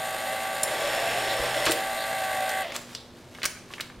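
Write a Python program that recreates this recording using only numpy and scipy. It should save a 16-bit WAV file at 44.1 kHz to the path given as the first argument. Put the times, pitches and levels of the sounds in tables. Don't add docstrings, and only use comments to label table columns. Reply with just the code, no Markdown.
import sys
import numpy as np
from scipy import signal
from scipy.fft import rfft, irfft
from scipy.io import wavfile
from scipy.ndimage import map_coordinates

SR = 44100
rng = np.random.default_rng(int(sys.argv[2]) if len(sys.argv) > 2 else 0)


def digitize_waveform(pressure):
    field = np.atleast_2d(pressure).T
    bounded = np.clip(field, -1, 1)
    quanta = np.round(bounded * 32767).astype(np.int16)
    wavfile.write(sys.argv[1], SR, quanta)


N = 176400
TIME = np.arange(N) / SR
MAINS_PULSE_HZ, MOTOR_STOP_S = 120, 2.62
COASTED_S = np.maximum(TIME - MOTOR_STOP_S, 0)


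def amp(db):
    return 10 ** (np.asarray(db) / 20)

def unit(x):
    return x / np.sqrt(np.mean(x ** 2) + 1e-20)

def curve(points):
    return np.interp(TIME, *np.transpose(points))

def value_at(points, hz):
    row_hz, value = np.transpose(points)
    return np.interp(np.log(hz + 1), np.log(row_hz + 1), value)

def colour(x, points):
    return irfft(rfft(x) * amp(value_at(points, np.fft.rfftfreq(N, 1 / SR))), N)

def add(mix, start_s, sound):
    part = mix[round(start_s * SR):][:len(sound)]
    part += sound[:len(part)]

def drift(rate_hz):
    hz = np.fft.rfftfreq(N, 1 / SR)[:N // 10]
    real, imag = rng.standard_normal((2, len(hz)))
    return unit(irfft((real + 1j * imag) / (1 + (hz / rate_hz) ** 4), N))

def hit(sound, db):
    return amp(db) * sound / np.sqrt(np.sum(sound ** 2) / (.005 * SR))


# time in seconds, turns per second.
SHAFT_SPEED = [(0, 54.77), (0.2, 54.56), (0.32, 54.96), (0.57, 54.93), (0.7, 54.38), (0.8, 54.85),
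               (1.35, 54.92), (1.47, 55.43), (1.58, 54.6), (1.7, 54.53), (1.76, 55.0), (2.12, 55.35),
               (2.24, 54.48), (2.45, 54.25), (2.63, 54.72)]

def shaft_turns(coast_s=0.55):
    speed = curve(SHAFT_SPEED) * np.exp(-COASTED_S / coast_s)
    return np.cumsum(speed * (1 + .001 * drift(rate_hz=25))) / SR


# cycles per turn, then levels in dB of the lower, main and upper tone.
MESH_TONES = [(13,-52,-56,-46),(14,-42,-35,-54),(21,-63,-43,-54.5),(28,-53.5,-44.5,-50),(35,-57,-53,-53),(42,-58,-59,-65),(49,-55,-54,-54.5),(56,-65,-60,-59),(63,-55,-62,-57.5),(70,-58,-70,-66),(77,-60,-69,-70)]
# cycles per turn, level in dB.
SHAFT_TONES = [(10,-51),(20,-55.5),(29,-46),(32,-56),(36,-55),(37,-52)]
# time in seconds, boost in dB.
LEAD_TONE_BOOST = [(.1,-3),(.35,-1.5),(.72,-1.5),(.9,-7),(1.0,.5),(1.35,-4),(1.66,-3),(1.8,1),(2.06,-1),(2.2,2.5)]
TEETH = 7

def gear_whine(turns):
    tones = [(per_turn, side, db) for per_turn, *levels in MESH_TONES
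             for side, db in zip((-1, 0, 1), levels)]
    tones += [(per_turn, 0, db) for per_turn, db in SHAFT_TONES]
    whine = np.zeros(N)
    for per_turn, side, db in tones:
        level_db = db + 1.3 * drift(rate_hz=10.2)
        if (per_turn, side) == (2 * TEETH, 0):
            level_db += curve(LEAD_TONE_BOOST)
        cycles = per_turn * turns + side * MAINS_PULSE_HZ * TIME + rng.random()
        whine += amp(level_db) * np.sqrt(2) * np.sin(2 * np.pi * cycles)
    return whine


def tooth_scrape(turns, repeat_share=0.29, bumps=800):
    same = map_coordinates(rng.standard_normal(bumps), [turns % 1 * bumps], mode="grid-wrap")
    return np.sqrt(repeat_share) * same + np.sqrt(1 - repeat_share) * rng.standard_normal(N)


# frequency in Hz, relative level in dB.
HOUSING_COLOUR = [(150,-18.5),(380,-16),(560,1),(690,.5),(830,-4),(930,-10.5),(1350,-10),(1750,-5.5),(2040,-1.5),(2250,-10),(3100,-12),(3650,-10.5),(4100,-12),(5000,-17),(6200,-24),(9000,-33)]
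# time in seconds, level in dB.
CHATTER_LEVEL = [(0,-35),(.7,-34),(1.7,-33),(1.95,-34.5),(2.45,-33.5),(2.63,-37),(2.7,-39),(2.76,-43.5),(2.85,-73)]
# frequency in Hz, relative level in dB.
RING_COLOUR = [(4000,-43),(6300,-18),(7000,-2),(7600,-10.5),(8350,-1),(8900,-7.5),(9400,-6.5),(10400,-13.5),(11100,-17.5),(11700,-13),(12250,-14.5),(12900,-5),(13500,-12),(14000,-13),(14600,-43)]

def gear_teeth(turns):
    tooth, phase = (TEETH * turns).astype(int), TEETH * turns % 1
    wobble = 1 + 0.13 * np.cos(2 * np.pi * turns)
    ripple = 1 + 0.049 * np.cos(2 * np.pi * MAINS_PULSE_HZ * TIME)
    uneven_db = 1.5 * rng.standard_normal(N)[tooth] + .5 * drift(rate_hz=15)
    force = wobble * ripple * amp(uneven_db)
    scrapes = force * (0.35 + np.exp(-phase / 0.78)) * tooth_scrape(turns)
    chatter = amp(curve(CHATTER_LEVEL)) * unit(colour(scrapes, HOUSING_COLOUR))
    steel = rng.standard_normal(SR // 40) * np.exp(-TIME[:SR // 40] / 0.0025)
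    strikes = force * (0.2 + np.exp(-phase)) * tooth_scrape(turns)
    ringing = unit(signal.fftconvolve(strikes, steel)[:N])
    return chatter, unit(colour(unit(strikes) + 0.41 * ringing, RING_COLOUR))


# time in seconds, boost in dB.
MIDRANGE_BOOST = [(1.7, 0), (2.33, 2.5), (2.42, .5), (2.55, 4.5), (2.62, 4), (2.66, -3.5)]

def swell(x, band_hz=(1470, 2130)):
    band = signal.sosfiltfilt(signal.butter(4, band_hz, "bandpass", fs=SR, output="sos"), x)
    return x + (amp(curve(MIDRANGE_BOOST)) - 1) * band

def motor(fade_db_per_s=480, ring_db=-43):
    turns = shaft_turns()
    driven = amp(-fade_db_per_s * COASTED_S)
    whine = driven * gear_whine(turns)
    chatter, ring = gear_teeth(turns)
    return swell(whine), swell(chatter) + amp(ring_db) * driven ** 2 * ring


# frequency in Hz, relative level in dB.
STRIP_COLOUR = [(40,-17),(270,-18),(340,-4),(420,-5),(560,2),(690,-1.5),(850,-5.5),(1300,-11.5),(1800,-4.5),(2400,-11.5),(3400,-9),(4500,-17),(6200,-23),(7500,-20),(10000,-24.5),(15000,-43)]
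FEED_ON_S, FEED_OFF_S = 0.63, 1.71

def label_feed(rattle_db=-33, buzz_db=-43.5, hum_db=-60.5, hum_rise_db_per_s=11):
    elapsed = TIME - FEED_ON_S
    held = (elapsed > 0) * np.clip(1 - (TIME - FEED_OFF_S) / 0.1, 0, 1)
    pull = np.clip(0.32 + elapsed / 0.11, 0, 1)
    shaking = rng.standard_normal(N) * amp(1.2 * drift(rate_hz=69) + 0.81 * drift(rate_hz=3.5))
    rattle = amp(rattle_db) * pull * unit(colour(shaking, STRIP_COLOUR))
    buzz = amp(buzz_db) * np.clip(elapsed / .26, 0, 1) * clutch_buzz()
    hum_level = amp(hum_db + hum_rise_db_per_s * held * elapsed)
    hum = hum_level * np.sqrt(2) * np.sin(2 * np.pi * MAINS_PULSE_HZ * TIME)
    return held * (rattle + buzz + hum)


# pitch in Hz, damping in Hz (more dies faster), relative level in dB.
BUZZ_TONES = [(2520,300,3),(3460,390,2.5),(5360,190,2.5),(7100,610,1),(10830,330,-3)]

def clutch_buzz():
    since_pulse = MAINS_PULSE_HZ * TIME % 1 / MAINS_PULSE_HZ
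    buzz = np.zeros(N)
    for hz, damping, db in BUZZ_TONES:
        level = amp(db + 1.5 * drift(rate_hz=47)) * np.exp(-np.pi * damping * since_pulse / 2)
        buzz += level * np.sin(2 * np.pi * hz * since_pulse + drift(rate_hz=42))
    return unit(buzz)


# start in seconds, length in seconds, pitch in Hz, level in dB.
GROAN_TONES = [(.695,.045,610,-35),(.815,.095,570,-30.5),(.96,.15,683,-31),(1.11,.1,708,-32.5),(1.24,.15,566,-34.5),(1.38,.1,490,-37),(1.42,.24,578,-36),(1.67,.11,475,-38),(2.635,.04,682,-36)]

def groans(glide=.035, jitter=.018, flutter_db=2.2):
    out = np.zeros(N)
    for start, length, hz, db in GROAN_TONES:
        progress = np.linspace(0, 1, round(length * SR))
        pitch = hz * (1 + glide * (progress - .5) + jitter * drift(rate_hz=60)[:len(progress)])
        level = amp(db + flutter_db * drift(rate_hz=41)[:len(progress)])
        arch = np.sqrt(2 * abs(np.sin(np.pi * progress)))
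        add(out, start, level * arch * np.sin(2 * np.pi * np.cumsum(pitch) / SR))
    return out


# pitch in Hz, relative level in dB, seconds to fade by 60 dB.
CLICK_TONES = [(4060,-6,.03),(5470,-4,0.029),(7180,7,0.023),(7400,5,0.019),(8700,7,0.029),(9000,2,0.024),(10800,4,0.024),(11600,-4,0.027)]
# start in seconds, level in dB.
CLUTCH_CLICKS = [(0.632,-24.5),(0.634,-20),(1.655,-29),(1.71,-26.5),(1.7195,-32)]

def clutch_clicks(bounce_s=0.0049, crack_db=-8):
    out, t = np.zeros(N), TIME[:SR // 5]
    for start, db in CLUTCH_CLICKS:
        ring = sum(amp(tone_db - 60 * t / fade_s) * np.sin(2 * np.pi * (hz * t + rng.random()))
                   for hz, tone_db, fade_s in CLICK_TONES)
        crack = rng.standard_normal(len(t)) * np.exp(-t / bounce_s)
        add(out, start, hit(ring, db) + hit(crack, db + crack_db))
    return out


# start in seconds, level in dB, pitch in Hz, decay in seconds.
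DULL_KNOCKS = [(1.395,-35,55,0.02),(1.669,-27,334,0.0083),(1.679,-39,60.4,0.014),(1.694,-20.5,337,0.0075),(3.97,-44.5,55,0.037)]

def knocks():
    out, t = np.zeros(N), TIME[:SR // 5]
    for start, db, hz, decay in DULL_KNOCKS:
        age = 2 * t / decay
        add(out, start, amp(db) * age * np.exp(1 - age) * np.sin(2 * np.pi * hz * t))
    return out


# start in seconds, level in dB, pitch in Hz,
# treble slope in dB per octave, decay in seconds.
PLASTIC_SNAPS = [(1.653,-27,3180,-14,0.0074),(1.6635,-20.5,3580,-12,0.0082),(1.667,-18.5,1470,-15,0.021),(1.680,-22,2740,-12,0.03),(1.7188,-21,2830,-3.5,0.0049),
                 (2.493,-33.5,6000,-9,0.0024),
                 (2.721,-34.5,2340,-10.5,0.0047),(2.756,-39,3400,-19,0.0037),(2.764,-30,4300,-8.5,0.0014),(2.9498,-30,4600,-18.5,0.0037),
                 (3.349,-41,2130,-13,0.0064),(3.386,-40.5,1680,-26,0.0041),
                 (3.4183,-35.5,2600,-19,.004),(3.4320,-26,2960,-12.5,0.0029),(3.437,-25.5,2000,-18,0.012),(3.443,-30.5,3400,-7,0.0015),(3.449,-30,1890,-14,0.00091),
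                 (3.4539,-24,4500,-5,0.0012),(3.456,-23.5,1750,-7.5,0.0031),(3.458,-23,7100,-15,0.0027),
                 (3.705,-42,1460,-22,0.007),(3.7375,-33.5,2700,-16,0.003),(3.782,-38,2180,-29,0.0038),(3.799,-31.5,2140,-33,0.0046),
                 (3.8067,-36.5,4050,-7,0.0005),(3.809,-28,3280,-9.5,0.0036),(3.900,-44,1800,-21,0.0025)]

def plastic_snaps(bass_db_per_octave=14, knee=5.1, body_db=-15):
    out, t = np.zeros(N), TIME[:4096]
    hz = np.maximum(abs(np.fft.fftfreq(len(t), 1 / SR)), 20)
    for start, db, pitch_hz, slope, decay in PLASTIC_SNAPS:
        octaves = np.log2(hz / pitch_hz)
        above = np.logaddexp(0, knee * octaves) / knee
        gain = (amp(bass_db_per_octave * (octaves - above)) + amp(body_db)) * amp(slope * above)
        response = np.exp(np.conj(signal.hilbert(np.log(gain))))
        burst = rng.standard_normal(len(t)) * np.exp(-t / decay)
        burst[0] += 3.
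        add(out, start, hit(np.fft.ifft(np.fft.fft(burst) * response).real, db))
    return out


# time in seconds, level in dB.
RUSTLE_LEVEL = [(2.6,-76),(2.72,-58),(2.755,-33),(2.78,-43.5),(2.87,-53.5),(2.93,-47.5),(2.98,-55.5),(3.12,-60.5),(3.19,-54.5),(3.27,-58.5),(3.35,-54.5),(3.42,-50),(3.66,-60.5),(3.73,-47.5),(3.84,-56),(4,-62)]
# frequency in Hz, relative level in dB.
FILM_COLOUR = [(150,-3),(400,8.5),(1200,10),(3500,7),(7000,2.5),(12000,-4),(16000,-13)]

def bag_rustle(creases_per_s=7000, spread_db=2.6):
    creases = rng.standard_normal(N) * (rng.random(N) < creases_per_s / SR)
    creases *= amp(spread_db * np.minimum(rng.exponential(1, N), 4))
    return amp(curve(RUSTLE_LEVEL)) * unit(colour(creases, FILM_COLOUR))


# time in seconds, pitch in Hz, level in dB.
SWISH_AND_RING = [(.7,2200,-58),(.93,2400,-41),(1.15,2600,-38.5),(1.25,3000,-47),(1.31,3900,-34),(1.4,3300,-62),(1.88,3600,-59),(2.02,4100,-38),(2.12,3800,-86),(2.45,2700,-47),(2.64,3000,-44),(2.92,3500,-72),(2.96,3700,-47.5),(3.1,3700,-66)]

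def swish_and_ring(width_hz=1200, fade_s=0.1):
    times, hz, db = np.transpose(SWISH_AND_RING)
    outside_s = abs(TIME - np.clip(TIME, times[0], times[-1]))
    angle = 2 * np.pi * np.cumsum(np.interp(TIME, times, hz)) / SR
    band = drift(width_hz / 2) * np.cos(angle) + drift(width_hz / 2) * np.sin(angle)
    return unit(band) * amp(np.interp(TIME, times, db)) * np.exp(-outside_s / fade_s)


# frequency in Hz, relative level in dB.
VENT_COLOUR = [(20,-9),(55,-2),(90,1.5),(170,2),(350,-1),(550,-2.5),(900,-8),(2000,-18.5),(5000,-26),(15000,-57)]
# pitch in Hz, level in dB.
HUM_TONES = [(120,-63),(242,-56.5),(355,-63)]

def background(vent_db=-50.5):
    hum = np.zeros(N)
    for hz, db in HUM_TONES:
        level = amp(db + 2.2 * drift(rate_hz=4))
        hum += level * np.sqrt(2) * np.sin(2 * np.pi * hz * TIME + .4 * drift(rate_hz=4))
    mid, side = (amp(vent_db) * unit(colour(rng.standard_normal(N), VENT_COLOUR)) for _ in range(2))
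    return np.array([mid + hum, side])


# frequency in Hz, seconds to fade by 60 dB.
ECHO_FADE = [(150,0.39),(500,0.57),(1300,0.62),(3500,0.56),(9000,0.47),(15000,0.34)]

def room(x, tail_db):
    t = TIME[:SR // 2]
    shape = (2, len(t))
    hz, frame_s, spectrum = signal.stft(rng.standard_normal(shape), SR, nperseg=256)
    spectrum = spectrum * amp(-60 * frame_s / value_at(ECHO_FADE, hz)[:, None])
    tail = signal.istft(spectrum, SR, nperseg=256)[1][:, :len(t)] * np.clip(t / 0.0053, 0, 1)
    early = rng.standard_normal(shape) * (rng.random(shape) < .05)
    early *= np.exp(-t / 0.011) * (t > .001)
    echo = tail / np.linalg.norm(tail[0]) + amp(-2) * early / np.linalg.norm(early[0])
    return signal.fftconvolve(x[None], amp(tail_db) * echo, axes=1)[:, :N]


# frequency in Hz, gain of the side signal in dB.
STEREO_WIDTH = [(60,-15),(150,-12),(300,-25),(600,-26),(1400,-14),(3000,-11),(7000,-5),(9500,-9),(12000,-33)]

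def scene(right_db=.25):
    whine, chatter = motor()
    machine = chatter + label_feed() + groans() + swish_and_ring()
    handling = clutch_clicks() + knocks() + plastic_snaps() + bag_rustle()
    mid, side = room(machine, tail_db=-10.5) + room(handling, tail_db=-9.5) + background()
    mid = mid + whine + machine + handling
    side = colour(side, STEREO_WIDTH)
    return np.array([mid + side, amp(right_db) * (mid - side)])

def record(dry):
    lowpass = signal.firwin(401, 15900, window=("kaiser", 9), fs=SR)
    return signal.oaconvolve(dry, lowpass[None], "same")


dry = scene()
out = record(dry)
digitize_waveform(out)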